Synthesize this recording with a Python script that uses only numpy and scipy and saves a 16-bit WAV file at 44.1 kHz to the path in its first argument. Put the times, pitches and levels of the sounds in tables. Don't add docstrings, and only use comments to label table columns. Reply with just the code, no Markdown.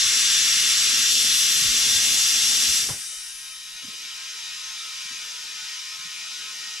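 import sys
import numpy as np
from scipy import signal
from scipy.fft import rfft, irfft, next_fast_len
from scipy.io import wavfile
from scipy.ndimage import uniform_filter1d

SR = 44100
rng = np.random.default_rng(int(sys.argv[2]) if len(sys.argv) > 2 else 0)


def ratio(d):
    e = np.asarray(d, float) / 20
    return 10 ** e


def inscribe(sig):
    pcm = np.round(np.clip(np.atleast_2d(sig).T, -1, 1) * 32767)
    wavfile.write(sys.argv[1], SR, pcm.astype(np.int16))


N = 299880
SIZE = next_fast_len(N)
HZ = np.arange(SIZE // 2 + 1) * SR / SIZE + 1e-3
TIME = np.arange(N) / SR
SIDES = np.array([[.5], [-.5]])

SHUT_S, SEAT_S, SLIT_FADE_S, LOUDER_S = 2.79, 2.886, 3.07, 3.59


def fade(start_s, end_s):
    return np.clip((TIME - start_s) / (end_s - start_s), 0, 1)


def since(start_s):
    return np.clip(TIME - start_s, 0, None)


def bell(centre_s, length_s):
    return np.exp(-((TIME - centre_s) / length_s) ** 2)


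def walk(rate):
    k = int(SR / rate)
    held = np.repeat(rng.standard_normal(N // k + 1), k)
    return 1.047 * uniform_filter1d(uniform_filter1d(held, k), k)[:N]


def white():
    return rng.standard_normal(2 * len(HZ)).view(complex)


def over_hz(table):
    hz, *columns = np.transpose(table)
    return [np.interp(np.log(HZ), np.log(hz), c) for c in columns]


def echoes(t60_s):
    decay = ratio(-60 * TIME[:SR // 2] / t60_s)
    tail = rfft(rng.standard_normal((2, SR // 2)) * decay, SIZE)
    return tail / np.sqrt(np.mean(abs(tail) ** 2))


# (pitch [Hz], likeness [0-1], left minus right [dB], phase lag [rad])
PORT_PAIR = [(30, .85, .5, 0), (200, .85, 0, .2), (500, .62, -1.5, .35), (1030, .82, 1, .5),
             (1720, .95, 1, .4), (2410, .9, 2, .7), (3100, .87, .5, 1), (3790, .78, 1.5, .7),
             (4480, .6, 2.5, .8), (5170, .7, 0, 0), (5860, .85, 1, .15), (6550, .76, .5, .1),
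             (7230, .7, 3.5, 0), (7920, .5, 4, .4), (8610, .35, 7.5, .8), (9300, .5, 3.5, .65),
             (9990, .75, 3, .35), (10700, .82, 1, .15), (11400, .88, 1, .05), (12060, .68, 1.5, -.15),
             (12750, .15, 6.5, -.4), (13800, .15, 7, 0)]


def at_ports(t60_s, steady, likeness_gain=0.86):
    likeness, pan_db, lag = over_hz(PORT_PAIR)
    likeness = np.clip(likeness * likeness_gain, 0, 1)
    paths = np.sqrt(likeness) * np.exp(-1j * lag * SIDES)
    if steady:
        paths = paths + np.sqrt((1 - likeness) * steady) * echoes(t60_s)
    even = (np.mean(abs(paths) ** 2, axis=0) + .15) ** (-.3 * steady)
    source = white() * paths * even
    eddies = np.sqrt((1 - likeness) * (1 - steady)) * np.array([white(), white()])
    return source + eddies, ratio(pan_db * SIDES)


def ringing(modes, narrow):
    power = np.zeros((2, len(HZ)))
    top_db = max(m[2] for m in modes)
    for hz, width, db, pan_db in modes:
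        near = slice(int((hz - 8 * width) * SIZE / SR), int((hz + 8 * width) * SIZE / SR))
        offset = 2 * (HZ[near] - hz) / (narrow * width)
        power[:, near] += ratio(2 * (db - top_db + pan_db * SIDES)) / (1 + 1.25 * offset ** 2) ** 2
    return np.sqrt(power)


def hiss(colour, modes, broad_db, t60_s, steady, ring_likeness, narrow):
    broad, pan = at_ports(t60_s, steady)
    rings, _ = at_ports(t60_s, 0, ring_likeness)
    return broad * pan * ratio(over_hz(colour)[0] + broad_db) + rings * ringing(modes, narrow)


def play(spectrum, zones, step, swell_db, flicker_db, rate):
    out = 0
    swell = walk(rate / 3)
    for lo_hz, hi_hz, db in zones:
        edges = np.geomspace(lo_hz, hi_hz, int(np.log(hi_hz / lo_hz) / np.log(step)) + 2)
        zone = 0
        for a, b in zip(edges, edges[1:]):
            band = irfft(spectrum * ((HZ >= a) & (HZ < b)), SIZE)[:, :N]
            zone = zone + band * ratio(swell_db * swell + flicker_db * walk(rate))
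        out = out + zone * ratio(db) / zone.mean(axis=0).std()
    return out


def closing(start_s):
    snap_db, snap_s, creep_db_per_s = 13.5, 0.16, 23
    return snap_db * fade(start_s, start_s + snap_s) + creep_db_per_s * since(start_s + snap_s)


# (pitch [Hz], width [Hz], level [dB], left minus right [dB])
OPEN_TYRE_RINGS = [(240, 12, -66.5, 0), (406, 60, -77, 1), (646, 18, -78, 0), (1330, 58, -67, 0),
                   (1607, 37, -64, -1), (1776, 26, -62, 2), (1908, 60, -61, 1), (2151, 60, -59, 2),
                   (2479, 23, -58, 3), (2552, 31, -59, 3), (2705, 34, -56, 3), (2764, 31, -55, 1),
                   (2837, 20, -56, 3), (3020, 18, -54, 0), (3114, 23, -54, 0), (3246, 23, -58, 0),
                   (3385, 50, -52, 0), (3425, 50, -51, 0), (3545, 40, -53, 2), (3585, 58, -50, 3),
                   (3660, 60, -56, 2), (3822, 20, -55, 5), (3943, 39, -58, 2)]
# (pitch [Hz], width [Hz], level [dB], left minus right [dB])
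OPEN_WHEEL_RINGS = [(4024, 60, -56.5, 4), (4180, 20, -55, 4), (4282, 39, -55.5, 7), (4632, 60, -55, 1),
                    (4770, 12, -52, 6), (4885, 39, -53, 3), (5294, 20, -53, -1), (5140, 60, -56, 1),
                    (5190, 40, -55, 1), (5415, 30, -52, 2), (5456, 30, -50, 3), (5590, 40, -50, 1),
                    (5682, 60, -50, 1), (5770, 70, -54, 1), (5935, 60, -52, -1), (6040, 50, -52, 0),
                    (6105, 30, -55, 1), (6315, 23, -54, 2), (6447, 60, -55, -1), (6958, 60, -57, 1),
                    (7165, 15, -56, 6), (7222, 18, -55, 3), (7480, 50, -56.5, 4), (7682, 50, -54, 11),
                    (7733, 26, -56, 5), (8333, 18, -58, 13), (8384, 29, -61, 7), (8732, 50, -62, 8),
                    (8893, 45, -63, 10), (8982, 20, -63, 5), (9109, 18, -63, 6), (9784, 20, -60.5, 2),
                    (10172, 50, -61, 2), (10285, 60, -63, 4), (10511, 18, -60.5, 3), (10750, 18, -62, 0)]
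# (pitch [Hz], level [dB per Hz])
LEAK_HISS = [(530, -42), (960, -28), (1170, -20), (1970, -14), (2250, -14), (2730, -7), (3200, -7),
             (3470, -7), (3840, -8.5), (4980, -6), (5580, -3), (6760, -6.5), (7750, -7), (8980, -11),
             (10200, -5), (11000, -14), (12900, -16.5), (13700, -20)]


def leak():
    closing_db = closing(SHUT_S)
    jet_db = -22 - closing_db
    low_db = -11 - 0.032 * closing_db
    middle_db = -3.5 - 0.48 * closing_db
    top_db = -10.5 + 0.1 * closing_db
    turn_s, turn_length_s = 1.14, 0.057
    turned = fade(turn_s - turn_length_s, turn_s)
    uncover_db = 1.0 * turned
    low_db = low_db - 2 * turned - 4.5 * bell(turn_s, turn_length_s)
    sag_s, top_lag_s = 2.06, 0.024
    low_db = low_db - 1.2 * fade(sag_s - .1, sag_s + .1)
    middle_db = middle_db - fade(sag_s - 0.29, sag_s) - 0.5 * bell(SHUT_S - .02, 0.065)
    top_db = top_db + uncover_db + closing_db - closing(SHUT_S + top_lag_s)
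    top_db = top_db + 0.97 * walk(34.86)
    air_db = jet_db + top_db - 6.5 + 0.67 * walk(6.2) + 0.4 * walk(25) + uncover_db

    modes = [m for m in OPEN_TYRE_RINGS if m[0] > 900] + OPEN_WHEEL_RINGS
    spectrum = hiss(LEAK_HISS, modes, -2.5, 0.23, 1.0, 1.05, 0.76)
    zones = [(600, 2500, jet_db + low_db),
             (2504, 4500, jet_db + middle_db),
             (4490, 8000, jet_db),
             (8030, 11100, jet_db + top_db),
             (11000, 14000, air_db)]
    return play(spectrum, zones, step=1.7, swell_db=0.15, flicker_db=0.35, rate=16)


# (pitch [Hz], width [Hz], level [dB], left minus right [dB])
SEALED_RINGS = [(855, 15, -86, 1), (902, 18, -80, 1), (978, 23, -80, 4), (1062, 12, -75, 4),
                (1208, 27, -85, -1), (1255, 23, -76, -2), (1290, 18, -70, 1), (1095, 25, -86, 2),
                (1359, 18, -75, -3), (1445, 18, -79, 1), (1471, 15, -70, 1), (1512, 25, -84, 1),
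                (1609, 18, -73, 0), (1686, 25, -79, 1), (1740, 18, -81, 1), (1783, 15, -70, 3),
                (1832, 18, -71, 2), (1876, 12, -65, 1), (1916, 15, -80, 0), (1962, 23, -75, 2),
                (2026, 23, -79, 3), (2061, 12, -73, 1), (2145, 14, -74, 1), (2190, 15, -69, 1),
                (2400, 20, -72, 2), (2432, 14, -72, 2), (2336, 25, -67, 4), (2375, 18, -71, 5),
                (2490, 19, -64, 3), (2584, 25, -74, 3), (2649, 15, -67, 4), (2692, 22, -70, -1),
                 (2789, 22, -68, 3), (2885, 43, -69, 2), (2942, 19, -66, 3), (3036, 15, -64, 4),
                 (3085, 31, -67, -1), (3198, 28, -71, 2), (3381, 50, -69, 2), (3467, 25, -69, -1),
                 (3550, 19, -67, 2), (3631, 22, -68, 1), (3696, 31, -67, 4), (3803, 20, -66, 0),
                 (3846, 22, -68, 6), (3892, 22, -69, -3), (3951, 25, -73, 4), (4016, 25, -71, 1),
                 (4067, 22, -71, 2), (4118, 40, -73, 2), (4172, 22, -73, 4), (4277, 50, -72, 5),
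                 (4412, 22, -71, 3), (4474, 25, -73, 2),
                (4584, 19, -70, 3), (4737, 49, -68, 2), (4883, 25, -65, -4), (5155, 25, -65, 2),
               (5300, 31, -69, 1), (5381, 28, -68, 2), (5677, 28, -70, -2), (5760, 22, -67, 1),
               (5862, 40, -68, 0), (5935, 37, -70, 0), (5470, 40, -70, 1), (5580, 50, -72, 1),
               (6275, 50, -68, 2), (6325, 25, -65, 2), (6393, 22, -69, 1), (6810, 50, -72, 5),
               (7068, 22, -71, 3), (7647, 31, -76.5, 4), (8029, 31, -76, 6), (8255, 43, -80, 9),
               (8672, 31, -79, 14), (8783, 31, -75.5, 11), (9187, 40, -82, 7), (9442, 28, -75.5, 2),
               (9741, 49, -82, 5), (9994, 28, -81, 2), (10287, 28, -75, 1), (10489, 37, -81, 1),
               (11084, 50, -86, 1), (11141, 34, -83, 1), (11353, 50, -86, 2), (11921, 50, -87, 3),
               (12077, 40, -84, -1)]
# (pitch [Hz], level [dB per Hz])
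FILL_HISS = [(530, -64), (900, -25), (1310, -20.5), (1700, -20), (2100, -12.5), (2410, -10.5), (3300, -4.5),
             (4350, -7.5), (5040, -0.5), (6400, -7), (7500, -4.5), (8300, -11.5), (10300, -11),
             (11400, -19), (12800, -17), (13700, -23)]


def filling():
    still_to_rise = np.exp(-since(LOUDER_S) / 0.39)
    ring_db = -41 + 6 * (1 - still_to_rise)
    low_db = -15 - still_to_rise
    top_db = -12.5 + 10.5 * np.exp(-since(SLIT_FADE_S) / 0.26)
    air_db = -56 - 1.5 * np.exp(-since(LOUDER_S) / .9)
    spectrum = hiss(FILL_HISS, SEALED_RINGS, -9.5, 0.26, 0.41, 1.08, 0.96)
    zones = [(700, 1700, ring_db + low_db),
             (1713, 7480, ring_db),
             (7480, 11000, ring_db + top_db),
             (11000, 14000, air_db)]
    sound = play(spectrum, zones, step=1.5, swell_db=-0.5, flicker_db=0.5, rate=13.0)
    return sound * fade(2.58, 2.84)


# (pitch [Hz], width [Hz], level [dB], left minus right [dB])
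SLIT_WHEEL_RINGS = [(8000, 60, 0, 0), (8290, 60, -3, 0), (8580, 60, -2, 0), (8850, 70, 3, 0),
                    (9100, 50, -3, 0), (9330, 70, 1, 0), (9520, 50, -2, 0), (9700, 60, 0, 0),
                    (9850, 50, -1, 0), (10070, 60, 1, 0), (10300, 60, -1, 0), (10560, 60, -3, 0)]


def slit():
    start_hz, end_hz, climb_s, width_hz = 8650, 10400, 0.45, 580
    hz = end_hz - (end_hz - start_hz) * np.exp(-since(SEAT_S) / climb_s)
    db = -41.5 - 19 * since(SLIT_FADE_S) + 1.3 * walk(22)
    eddies = rng.standard_normal((2, 1, N)) + .6 * rng.standard_normal((2, 2, N))
    wobble = signal.sosfilt(signal.butter(2, width_hz, fs=SR, output="sos"), eddies)
    carrier = np.exp(2j * np.pi * np.cumsum(hz) / SR)
    tone = np.real((wobble[0] + 1j * wobble[1]) * carrier)
    gain = ratio(-16) + ringing(SLIT_WHEEL_RINGS, .8)
    tone = irfft(rfft(tone, SIZE) * gain, SIZE)[:, :N]
    return tone / tone.std() * ratio(db + 8.8 * SIDES) * fade(SHUT_S, SEAT_S + .03)


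# (pitch [Hz], early level [dB], late level [dB])
VALVE_TONES = [(1609, -63, -67), (1875, -58, -62), (2168, -67, -59), (3086, -56, -65), (3803, -49.5, -54)]


def whistles():
    out = 0
    late = fade(4.2, 5.2)
    for hz, early_db, late_db in VALVE_TONES:
        phase = 2 * np.pi * np.cumsum(hz + 2.5 * walk(16)) / SR
        db = early_db + late * (late_db - early_db) + 1.5 * walk(8)
        out = out + np.sqrt(2) * ratio(db + 1.4 * SIDES) * np.sin(phase - 1.1 * SIDES)
    return out * fade(2.63, 2.73)


# (pitch [Hz], time [s], length [s], level [dB])
SINGING = [(2490, 6.2, 0.09, -47), (6310, 4.87, .4, -49.5), (3120, 5.6, .2, -52), (5155, 6.9, .15, -54),
           (5385, 3.4, .3, -54), (5850, 3.25, 0.27, -50), (3696, 3.62, .25, -55), (12580, 1.2, .3, -57),
           (647, 4.3, .12, -75), (647, 6.65, .04, -76), (647, 6.34, .12, -74), (647, 3.77, .04, -76),
           (647, 3.94, .04, -74), (647, 4.84, .05, -74), (647, 5.0, .04, -76), (647, 5.42, .08, -77),
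           (600, 3.135, .025, -66), (438, 5.63, .06, -75), (438, 6.3, .05, -75), (438, 5.3, .12, -76),
           (12077, 4.1, .4, -72), (10511, .65, .6, -48), (9784, .5, .6, -48), (10752, .5, .5, -51),
           (9962, 2.2, .5, -50), (10170, 2.1, .4, -51), (3040, 3.25, .2, -58), (647, 3.5, .08, -80),
           (438, 6.47, .07, -73), (438, 5.83, .09, -75)]


def blooms():
    out = np.zeros((2, N))
    drift, waver = walk(40), walk(20)
    for k, (hz, s, length, db) in enumerate(SINGING):
        near = slice(max(int((s - 2 * length) * SR), 0), int((s + 2 * length) * SR))
        own = (np.arange(N)[near] + k * SR // 2) % N
        phase = 2 * np.pi * np.cumsum(hz + 9 * drift[own]) / SR
        swell = np.exp(-((TIME[near] - s) / length) ** 2)
        level = np.sqrt(2) * ratio(db + 4.1 * waver[own] + 2.5 * SIDES)
        out[:, near] += level * swell * np.sin(phase - .5 * SIDES)
    return out


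def bead_slap():
    hz, attack_s, decay_s = 900, 0.0049, 0.026
    t = since(SEAT_S)
    noise = rng.standard_normal(N) + .5 * rng.standard_normal((2, N))
    band = signal.butter(1, [hz / 2.2, hz * 2.5], "band", fs=SR, output="sos")
    slap = signal.sosfilt(band, noise)
    return slap / slap.std() * ratio(-29) * (1 - np.exp(-t / attack_s)) * np.exp(-t / decay_s)


# (time [s], peak level [dB], pitch [Hz])
PUSHES = [(.061, -46, 90), (1.25, -42.5, 244), (1.624, -37.5, 150), (1.658, -37, 117), (1.688, -37, 45),
          (1.865, -40, 240), (1.886, -41, 130), (1.96, -44, 90), (2.145, -41, 237), (2.696, -41, 70),
          (2.837, -43, 100), (2.893, -39, 50), (2.908, -33.5, 124), (2.937, -42, 90.1), (3.13, -59, 567),
          (3.66, -68, 191), (3.832, -58, 540), (3.848, -47, 255), (3.84, -54, 160), (3.887, -45, 222),
          (3.865, -55, 120), (3.76, -62, 170), (3.885, -64, 600), (4.051, -59, 250), (5.056, -57, 182),
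          (5.116, -52, 250), (5.125, -57, 140), (5.145, -61, 330), (5.06, -64, 458), (5.19, -60, 204),
          (5.628, -59, 199), (5.953, -61, 90), (5.997, -57, 152), (6.057, -51, 180), (6.41, -62, 220),
          (6.452, -66, 200), (6.14, -67, 150), (6.682, -64, 200)]


def bumps():
    out = np.zeros((2, N))
    chance = rng.standard_normal((len(PUSHES), 2))
    grit = rng.standard_normal(N) + 0.5 * rng.standard_normal((2, N))
    for (s, db, hz), (turn, side) in zip(PUSHES, chance):
        length = 0.013 * (150 / hz) ** 0.23
        near = slice(max(int((s - 3 * length) * SR), 0), int((s + 10 * length) * SR))
        t = TIME[near] - s
        rise = np.exp(-(t / (0.55 * length)) ** 2)
        fall = 1 / np.cosh(t / (0.5 * length))
        shape = np.where(t < 0, rise, fall)
        band = signal.butter(2, [0.5 * hz, 1.19 * hz], "band", fs=SR, output="sos")
        scuff = signal.sosfilt(band, grit[:, near])
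        cycles = shape * np.cos(2 * np.pi * hz * t + 2 * turn)
        push = cycles + ratio(-8.5) * shape ** 0.36 * scuff / scuff.std()
        out[:, near] += ratio(db + .8 * side * SIDES) * push
    return out


# (pitch [Hz], level [dB per Hz])
OPEN_STIR = [(12, -39), (20, -5), (195, -5.5), (237, -2), (320, -9.5), (420, -5.5), (520, -11), (600, -10),
             (1000, -19), (1300, -40), (2200, -120)]
# (pitch [Hz], level [dB per Hz])
SEALED_STIR = [(65, -38), (110, -6), (259, -5.5), (382, -10), (433, -3.5), (603, -14), (800, -15),
               (1040, -40), (1760, -120)]
# (pitch [Hz], width [Hz], level [dB], left minus right [dB])
SEALED_HUM = [(439, 13, -94.5, 1), (646, 10, -94, 0)]
# (time [s], length [s], swell [dB])
HAND_GRIPS = [
    (3.98, 0.14, 4),
    (5.248, 0.13, 5.5),
    (5.8, 0.13, -1),
    (6.502, 0.25, 4),
]


def rumble():
    open_db = -50 + 3 * bell(1.83, 0.44)
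    rub_s = 1.8
    rub_db = -56.5 - 20 * (1 - fade(rub_s - .06, rub_s))
    sealed_db = -75 + 6 * fade(3.8, 3.9)
    for s, length, db in HAND_GRIPS:
        sealed_db = sealed_db + db * bell(s, length)
    before = hiss(OPEN_STIR, OPEN_TYRE_RINGS[:3], -3.2, 0.21, 0.59, 1.14, 1.33)
    after = hiss(SEALED_STIR, SEALED_HUM, 1.6, 0.18, 0.16, 2.0, 0.79)
    zones = [(11, 760, open_db), (760, 1000, rub_db)]
    before = play(before, zones, step=4.5, swell_db=1.4, flicker_db=1.6, rate=15)
    after = play(after, [(126, 920, sealed_db)], step=2.7, swell_db=.8, flicker_db=2.6, rate=12)
    shut = fade(2.95, 3.066)
    return before * (1 - shut) ** 2 + after * shut


# (pitch [Hz], level [dB per Hz])
GARAGE_MURMUR = [(12, -29), (20, -1.5), (45, -8), (103, -31), (151, -12.5), (438, -34), (496, -39),
                 (655, -23), (800, -42), (1040, -72), (1760, -120)]


def garage():
    ports, pan = at_ports(.1, 0.19)
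    spectrum = ports * pan * ratio(over_hz(GARAGE_MURMUR)[0])
    return play(spectrum, [(15, 920, -71.5)], step=9.0, swell_db=-2.5, flicker_db=2.0, rate=7.9)


def scene():
    air = leak() + filling() + slit() + whistles() + blooms()
    return air + bead_slap() + bumps() + rumble() + garage()


def roll_off(x):
    return signal.sosfilt(signal.butter(12, 13700, fs=SR, output="sos"), x)


def record(dry):
    top_hz, slope_hz = 13810, 260
    gain = np.clip((top_hz - HZ) / slope_hz, 0, 1) ** 4
    mix = irfft(rfft(dry, SIZE) * gain, SIZE)[:, :N]
    return roll_off(mix)


dry = scene()
out = record(dry)
inscribe(out)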